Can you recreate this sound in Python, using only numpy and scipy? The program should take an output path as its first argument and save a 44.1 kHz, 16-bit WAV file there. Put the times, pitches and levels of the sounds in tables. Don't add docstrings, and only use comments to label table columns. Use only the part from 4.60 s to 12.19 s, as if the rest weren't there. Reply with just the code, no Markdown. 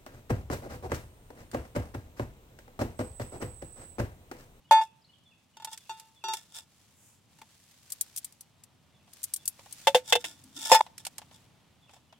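import sys
import numpy as np
from scipy import signal
from scipy.fft import rfft, irfft
from scipy.io import wavfile

SR = 44100
rng = np.random.default_rng(int(sys.argv[2]) if len(sys.argv) > 2 else 0)


def to_wav(s):
    ch = np.atleast_2d(s).T
    pcm = np.round(np.clip(ch, -1, 1) * 32767)
    wavfile.write(sys.argv[1], SR, pcm.astype(np.int16))


N = 334719
TIME = np.arange(N) / SR
AGE = TIME[:SR * 3 // 4]

# frequency_hz, level_db
CRASH_COLOUR = [(100, -28), (300, -21.5), (600, 3.5), (1100, -5), (2000, 0.5), (3400, 1.5), (4400, -2),
                (7500, -1), (10000, -5), (15500, -10.5)]
# start_s, air_hz, air_db, wall_db, upper_modes_db, crash_t60_s
MOUTH_KNOCKS = [(.111, 572, -19.5, -25, -14.5, .06), (5.2705, 553, -13, -16, 2.5, .07),
                (5.3465, 503, -8.5, -15, 1.5, .095), (5.524, 487, -20.5, -21.5, 11.5, .042),
                (5.553, 484, -20, -23.5, 6.5, .045), (5.642, 440, -55.5, -45, 18, .045),
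                (6.116, 523, -9, -10, -8, .1)]


def undb(db):
    return 10 ** (np.asarray(db) / 20)


def fade(t, t60, hold_s=0):
    return np.exp(-np.log(1000) * np.maximum(t - hold_s, 0) / t60)


def swell(peak_s, half_s):
    return np.exp(-((TIME - peak_s) / half_s) ** 2)


def flicker(rate, db):
    knots = rng.standard_normal(N // 20)
    return undb(db * np.interp(TIME * rate, np.arange(len(knots)), knots))


def add(out, start_s, sound):
    i = max(int(start_s * SR), 0)
    out[:, i:i + sound.shape[-1]] += sound[..., :N - i]


def noise(size, colour, tilt_db=0, wide_hz=2600, width=1.0):
    hz = np.maximum(np.fft.rfftfreq(size, 1 / SR), 1)
    points_hz, db = np.transpose(colour)
    octaves_up = np.log2(np.maximum(hz, points_hz[1]) / points_hz[1])
    gain = undb(np.interp(np.log(hz), np.log(points_hz), db) + tilt_db * octaves_up)
    mid, side = rfft(rng.standard_normal((2, size)))
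    side = side * width * hz / np.hypot(hz, wide_hz)
    x = irfft(gain * np.array([mid + side, mid - side]), size)
    return x / x.std()


def ring(modes, upper_db=0, scatter_db=1.5, centre_hz=720, wide_hz=3200):
    hz, db, t60 = np.transpose(modes)
    scatter, lag, sign = rng.standard_normal((3, len(hz)))
    outlying = np.abs(np.log2(hz / centre_hz)) > .65
    gain = undb(db + outlying * (upper_db + scatter_db * scatter)) * np.where(outlying, np.sign(sign), 1)
    waves = np.exp(np.outer(2j * np.pi * hz - np.log(1000) / t60, AGE))
    phase_turn = np.exp(1j * lag * np.minimum(hz / wide_hz, 1) ** 2 * 1.3)
    return (np.array([gain * phase_turn, gain / phase_turn]) @ waves).imag


def radiate(x, corner_hz=350):
    return signal.sosfilt(signal.butter(4, corner_hz, btype="high", fs=SR, output="sos"), x)


def open_air(level_db=-67, handling_rise_db=5):
    colour = [(25, -19.5), (50, -14.5), (90, 2), (150, 0), (250, -5.5), (400, -14.5), (900, -14),
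              (1600, -21), (3300, -19), (5000, -25.5), (10000, -33), (15500, -39)]
    murmur = noise(N, colour, wide_hz=130, width=.5)
    handling_db = handling_rise_db * swell(peak_s=6.1, half_s=1.6)
    return undb(level_db + handling_db) * murmur * flicker(5, .8)


def poncho(rest_db=-77, creases_per_s=6, crease_spread_db=3.5, crease_t60=.025):
    colour = [(150, -3), (400, -7.5), (1000, -4.5), (2500, -1), (5000, 0), (8000, -1), (12000, -7),
              (15500, -11)]
    sweeps = [(1.3, .2, -63), (1.87, .12, -71), (2.2, .14, -69), (3.0, .3, -67.5), (3.47, .25, -61),
              (4.64, .13, -59.5), (4.92, .2, -65), (5.2, .13, -55), (5.75, .35, -68), (6.6, .2, -69)]
    motion = undb(rest_db) + sum(undb(db) * swell(peak_s, half_s) for peak_s, half_s, db in sweeps)
    creases = np.zeros((1, N))
    for start_s in rng.uniform(0, N / SR, int(creases_per_s * N / SR)):
        add(creases, start_s, undb(crease_spread_db * rng.standard_normal()) * fade(AGE, crease_t60))
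    return noise(N, colour) * motion * (flicker(25, 1.5) + creases) * flicker(500, 2.5)


def bird():
    song = [(.042, "whistle", -62), (.19, "fall", -60), (.41, "flick", -59), (.485, "whistle", -58),
            (.645, "fall", -59.5), (.93, "whistle", -63), (1.185, "fall", -63), (1.546, "fall", -59.5),
            (4.33, "fall", -68), (4.778, "fall", -61), (5.225, "fall", -58), (7.212, "fall", -62),
            (7.489, "whistle", -64)]
    phrases = {"fall": [(0, .055, 3680, 3370, 0), (.056, .042, 3130, 2480, -2)],
               "whistle": [(0, .032, 2880, 2970, -1), (.043, .025, 3830, 3030, 0)],
               "flick": [(0, .028, 6000, 4650, -7), (.028, .025, 3400, 4570, 0)]}
    out = np.zeros((2, N))
    for start_s, phrase, db in song:
        for delay_s, length_s, start_hz, end_hz, note_db in phrases[phrase]:
            progress = np.linspace(0, 1, int(length_s * SR))
            hz = end_hz + (start_hz - end_hz) * (1 - progress) ** 2
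            envelope = undb(db + note_db) * np.sin(np.pi * progress) ** 2
            add(out, start_s + delay_s, envelope * np.sin(2 * np.pi * np.cumsum(hz) / SR))
    return out


def cup_modes(rim):
    modes = [(385, -46.5, -20.5, .2), (560, -22.5, -30.5, .09), (680, -14.5, -23, .07),
             (754, -15, -19, .07), (887.3, -0.5, -1, 0.57), (1305, -35.5, -21, 0.66),
             (1439, -29, -19.5, 0.21), (1743, -26.5, -26, .5), (1855, -26.5, -34.5, .25),
             (2186, -24, -37.5, 0.39), (2500, -30, -32, 0.53), (2753, -29.5, -14.5, 0.51),
             (3359, -38.5, -21, .45), (3470, -23, -19.5, .55), (3670, -28.5, -12.5, .45),
             (4462, -31.5, -31.5, .35), (4491, -38.5, -20.5, 0.399), (4680, -36.5, -20, 0.68),
             (5362, -34.5, -30.5, 0.25), (5846, -38.5, -14, 0.26), (6610, -44.5, -29.5, 0.55),
             (6870, -38, -26, 0.34), (7300, -39, -23, .3), (7960, -39, -31, .25), (8100, -40.5, -30, .28),
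             (8600, -36.5, -34, .12), (9750, -48, -34, .25), (12120, -40.5, -43.5, .14)]
    hz, body_db, rim_db, t60 = np.transpose(modes)
    return np.transpose([hz, body_db + np.clip(rim, 0, 1) * (rim_db - body_db), t60])


def cup(contact_s=.0016, full_crash_t60=.12, crash_halving_db=35):
    # start_s, ring_db, rim_fraction, crash_db, free_ring_s
    knocks = [(0.11, -7, 0.18, -30, 0.086), (0.122, -36, 0, -27.5, .07), (.2115, -23.5, 0.23, -62, 0.012),
              (.969, -44, 0.75, -50, .004), (0.999, -43, 0.5, -59, .006), (1.022, -41.5, 0.57, -52, .006),
              (1.046, -36, .5, -55, .004), (1.072, -38.5, 0.54, -54, .014), (1.118, -46, 0.35, -61, .018),
              (1.294, -31.5, 0.72, -46, .02), (1.31, -44, 0.6, -62, .25), (1.639, -31, 1, -43, 0.085),
              (1.684, -30, 0.95, -39, 0.045), (1.735, -29.5, 0.95, -34, 0.006),
              (1.986, -58, 0.59, -41, .015), (2.787, -58, 0.33, -54, .006), (2.816, -43, 0, -50, 0.003),
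              (5.273, -17, 0.1, -42, .012), (6.098, -25, 0, -36, .015), (6.117, -6, 0, -16.5, 0.022),
              (6.131, -9.5, 0.05, -22, 0.018), (6.146, -8.5, 0.3, -18, 0.018),
              (6.19, -26, 0.15, -43, 0.005), (6.207, -9, 0, -45, .005)]
    out = np.zeros((2, N))
    for start_s, ring_db, rim, crash_db, free_s in knocks:
        upper_db = max(.22 * (-12 - ring_db), 1.5)
        crash_t60 = full_crash_t60 * 2 ** (ring_db / crash_halving_db)
        tone = undb(ring_db) * ring(cup_modes(rim), upper_db) * np.minimum(AGE / contact_s, 1)
        crash = undb(crash_db) * noise(len(AGE), CRASH_COLOUR) * fade(AGE, crash_t60)
        grip_t60 = .07 + .8 * free_s
        add(out, start_s, (tone + crash) * fade(AGE, grip_t60, hold_s=free_s))
    return out


def canister(contact_s=.0013, chatter_s=.0062, bounce_s=.0068, bounce_db=-6, landing_s=6.118):
    wall_modes = [(600, -2.5, 0.016), (702.3, -4.5, 0.069), (750, -2, .055), (810, 0, .06),
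                  (854.5, -3.5, .075), (895, -17, 0.22), (1590, -16, 0.059), (1803, -10.5, 0.034),
                  (2060, -8.5, 0.032), (2080, -16.5, .06), (2676, -7, 0.068), (2755, -9.5, 0.058),
                  (2980, -10, 0.06), (3145, -12.5, .07), (3340, -9.5, .055), (3465, -8.5, .055),
                  (3547, -6, 0.082), (3700, -16, .09), (5230, -15, .06)]
    floor_modes = [(1870, -26, 0.31), (1846, -17.5, 0.15), (2465, -23, 0.19), (4480, -27.5, .11),
                   (5271, -16, 0.19), (7264, -19, .11), (10100, -28, 0.0974)]
    out = np.zeros((2, N))
    gripped = np.minimum(AGE / contact_s, 1) * fade(AGE, t60=.25, hold_s=chatter_s)
    air_envelope = (1 - fade(AGE, t60=.035)) * fade(AGE, t60=.087, hold_s=chatter_s)
    for start_s, air_hz, air_db, wall_db, upper_db, crash_t60 in MOUTH_KNOCKS:
        air = undb(air_db) * np.sin(2 * np.pi * air_hz * AGE) * air_envelope
        crash = undb(wall_db + upper_db - 8.5) * noise(len(AGE), CRASH_COLOUR, tilt_db=-2)
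        crash *= fade(AGE, crash_t60, hold_s=chatter_s)
        wall = undb(wall_db) * gripped * ring(wall_modes, upper_db)
        add(out, start_s, air + crash + wall)
        rebound = undb(wall_db + bounce_db) * gripped * ring(wall_modes, upper_db)
        add(out, start_s + bounce_s, rebound)
    add(out, landing_s, undb(-1) * ring(floor_modes) * fade(AGE, t60=.08, hold_s=.06))
    return out


def thuds(relative_db=-29.5, t60=.14):
    colour = [(30, -20), (120, -3), (230, 0), (600, -20), (3000, -60)]  # frequency_hz, level_db
    out = np.zeros((2, N))
    for start_s, _, _, wall_db, _, _ in MOUTH_KNOCKS:
        add(out, start_s, undb(wall_db + relative_db) * noise(len(AGE), colour) * fade(AGE, t60))
    return out


def scrapes(edge_db=-18, hiss_db=1, wall_db=-7.5):
    strokes = [(0.227, .045, .04, -52), (1.138, .035, .015, -43), (1.752, .04, .07, -45.5),
               (1.975, .047, .04, -43), (5.5, .033, .02, -36), (5.615, .02, .015, -45.5),
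               (5.646, .003, .085, -40), (5.965, .014, .06, -48), (6.06, .066, .06, -34),
               (6.125, .045, .062, -30.5), (6.4, .02, .035, -54), (6.748, .04, .04, -59.5),
               (7.336, .045, .07, -61)]
    colour = [(200, -10), (700, -4), (890, -7.5), (1100, -21.5), (2800, -9.5), (3550, 10.5), (4100, -7.5),
              (5300, 5), (6200, -1), (7600, 3), (11000, -6), (15500, -13)]
    pressure = np.zeros(N)
    for peak_s, rise_s, release_s, db in strokes:
        from_peak = np.maximum((peak_s - TIME) / rise_s, (TIME - peak_s) / release_s)
        pressure += undb(db + edge_db * from_peak)
    grit = pressure * flicker(600, 4.8) * flicker(150, 2.1)
    wall = ring(cup_modes(rim=.29), upper_db=21) * fade(AGE, t60=.09)
    wall /= np.linalg.norm(wall[0])
    singing = signal.fftconvolve(grit * rng.standard_normal((1, N)), wall, axes=1)[:, :N]
    hiss = grit * noise(N, colour)
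    return radiate(undb(hiss_db) * hiss + undb(wall_db) * singing, corner_hz=600)


def clicks(snaps, tilt_db, tilt_per_db, left_db, typical_db=-28, rise_s=.0015, t60=.038):
    colour = [(200, -41), (1400, -23.5), (2500, -16), (4700, -5), (6200, -2.5), (8500, 3.5), (10500, 2.5),
              (14000, -1), (16000, -11)]
    modes = [(8636, -12.5, 0.046), (10140, -10.5, 0.046), (13100, -20, 0.079), (4695, -21, .03),
             (6230, -16.5, 0.02), (7480, -11.5, .03)]
    pan_db = np.array([[left_db], [-left_db]]) / 2
    envelope = np.minimum(AGE / rise_s, 1) * fade(AGE, t60)
    out = np.zeros((2, N))
    for start_s, db in snaps:
        bright_db = tilt_db + tilt_per_db * (db - typical_db) + .8 * rng.standard_normal()
        crack = noise(len(AGE), colour, bright_db, width=.91) * envelope
        tone = ring(modes, upper_db=2 * bright_db - 2.5, scatter_db=4)
        add(out, start_s, (crack + tone) * undb(db + pan_db))
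    return radiate(out, corner_hz=1400)


def wire_handle():
    snaps = [(1.046, -28), (1.175, -37.5), (1.397, -40), (1.735, -26), (6.379, -35.5), (6.45, -29.5),
             (6.466, -27), (6.581, -31)]
    return clicks(snaps, tilt_db=-8.5, tilt_per_db=0, left_db=-2)


def palm(level_db=-61):
    colour = [(1000, -10), (3000, -10), (4200, -18), (7300, 0), (10000, -7), (15500, -13)]
    return undb(level_db) * swell(peak_s=2.46, half_s=.11) * noise(N, colour)


def taps(t60=.06):
    touches = [(2.817, -47), (4.477, -56), (4.993, -45), (5.061, -50), (6.265, -44.5), (6.466, -41),
               (6.585, -45.5), (6.617, -45), (6.712, -51.5), (7.294, -51), (7.335, -52), (7.365, -54),
               (7.526, -49)]
    colour = [(60, -7), (300, -25), (550, 0), (880, 9), (1300, -6), (3000, -6), (6000, -16), (15000, -31)]
    out = np.zeros((2, N))
    for start_s, db in touches:
        add(out, start_s, undb(db) * noise(len(AGE), colour) * fade(AGE, t60))
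    return out


def spoon_clip():
    snaps = [(3.302, -38), (3.3205, -25), (3.410, -18.5), (3.562, -28.5), (3.574, -27.5), (3.58, -28),
             (3.645, -28), (3.723, -49), (3.808, -38.5), (4.036, -44), (4.533, -42.5), (4.631, -29.5),
             (4.639, -23), (4.737, -21), (4.761, -28), (4.855, -30.5), (4.877, -18.5), (5.125, -32.5),
             (5.838, -47)]
    return clicks(snaps, tilt_db=-.3, tilt_per_db=.17, left_db=4)


def trapped_air(rim_hz=475, deep_hz=272, sink_start_s=5.61, sink_time_s=.05, attack_s=.015, t60=.4):
    shoves = [(5.635, -52), (5.838, -52), (5.955, -47)]
    flow = np.zeros((1, N))
    for start_s, db in shoves:
        add(flow, start_s, undb(db) * np.minimum(AGE / attack_s, 1) * fade(AGE, t60))
    hz = deep_hz + (rim_hz - deep_hz) * np.exp(-np.maximum(TIME - sink_start_s, 0) / sink_time_s)
    hum = np.sin(2 * np.pi * np.cumsum(hz * flicker(140, .98)) / SR)
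    return flow * hum * flicker(70, 1.9)


def trees(x, rise_s=.02, t60=.55):
    colour = [(100, 3.5), (1000, .5), (4000, -4), (15000, -9.5)]  # frequency_hz, level_db
    tail = noise(len(AGE), colour, wide_hz=300) * fade(AGE, t60) * np.minimum(AGE / rise_s, 1)
    tail /= np.sqrt(np.sum(tail ** 2) / 2)
    return signal.fftconvolve(x, tail, axes=1)[:, :N]


def scene(cutoff_s=6.212, near_echo_db=-44, far_echo_db=-3.5):
    steel = radiate((cup() + canister()) * fade(TIME, t60=.006, hold_s=cutoff_s))
    snaps = spoon_clip() + wire_handle()
    near = steel + snaps + thuds() + taps() + scrapes() + trapped_air() + poncho() + palm()
    song = bird()
    return near + undb(near_echo_db) * trees(near) + song + undb(far_echo_db) * trees(song) + open_air()


def record(dry, ceiling=1.1, top_hz=15900):
    rounded = ceiling * np.tanh(dry / ceiling)
    return signal.sosfilt(signal.ellip(8, .2, 70, top_hz, fs=SR, output="sos"), rounded)


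dry = scene()
out = record(dry)
to_wav(out)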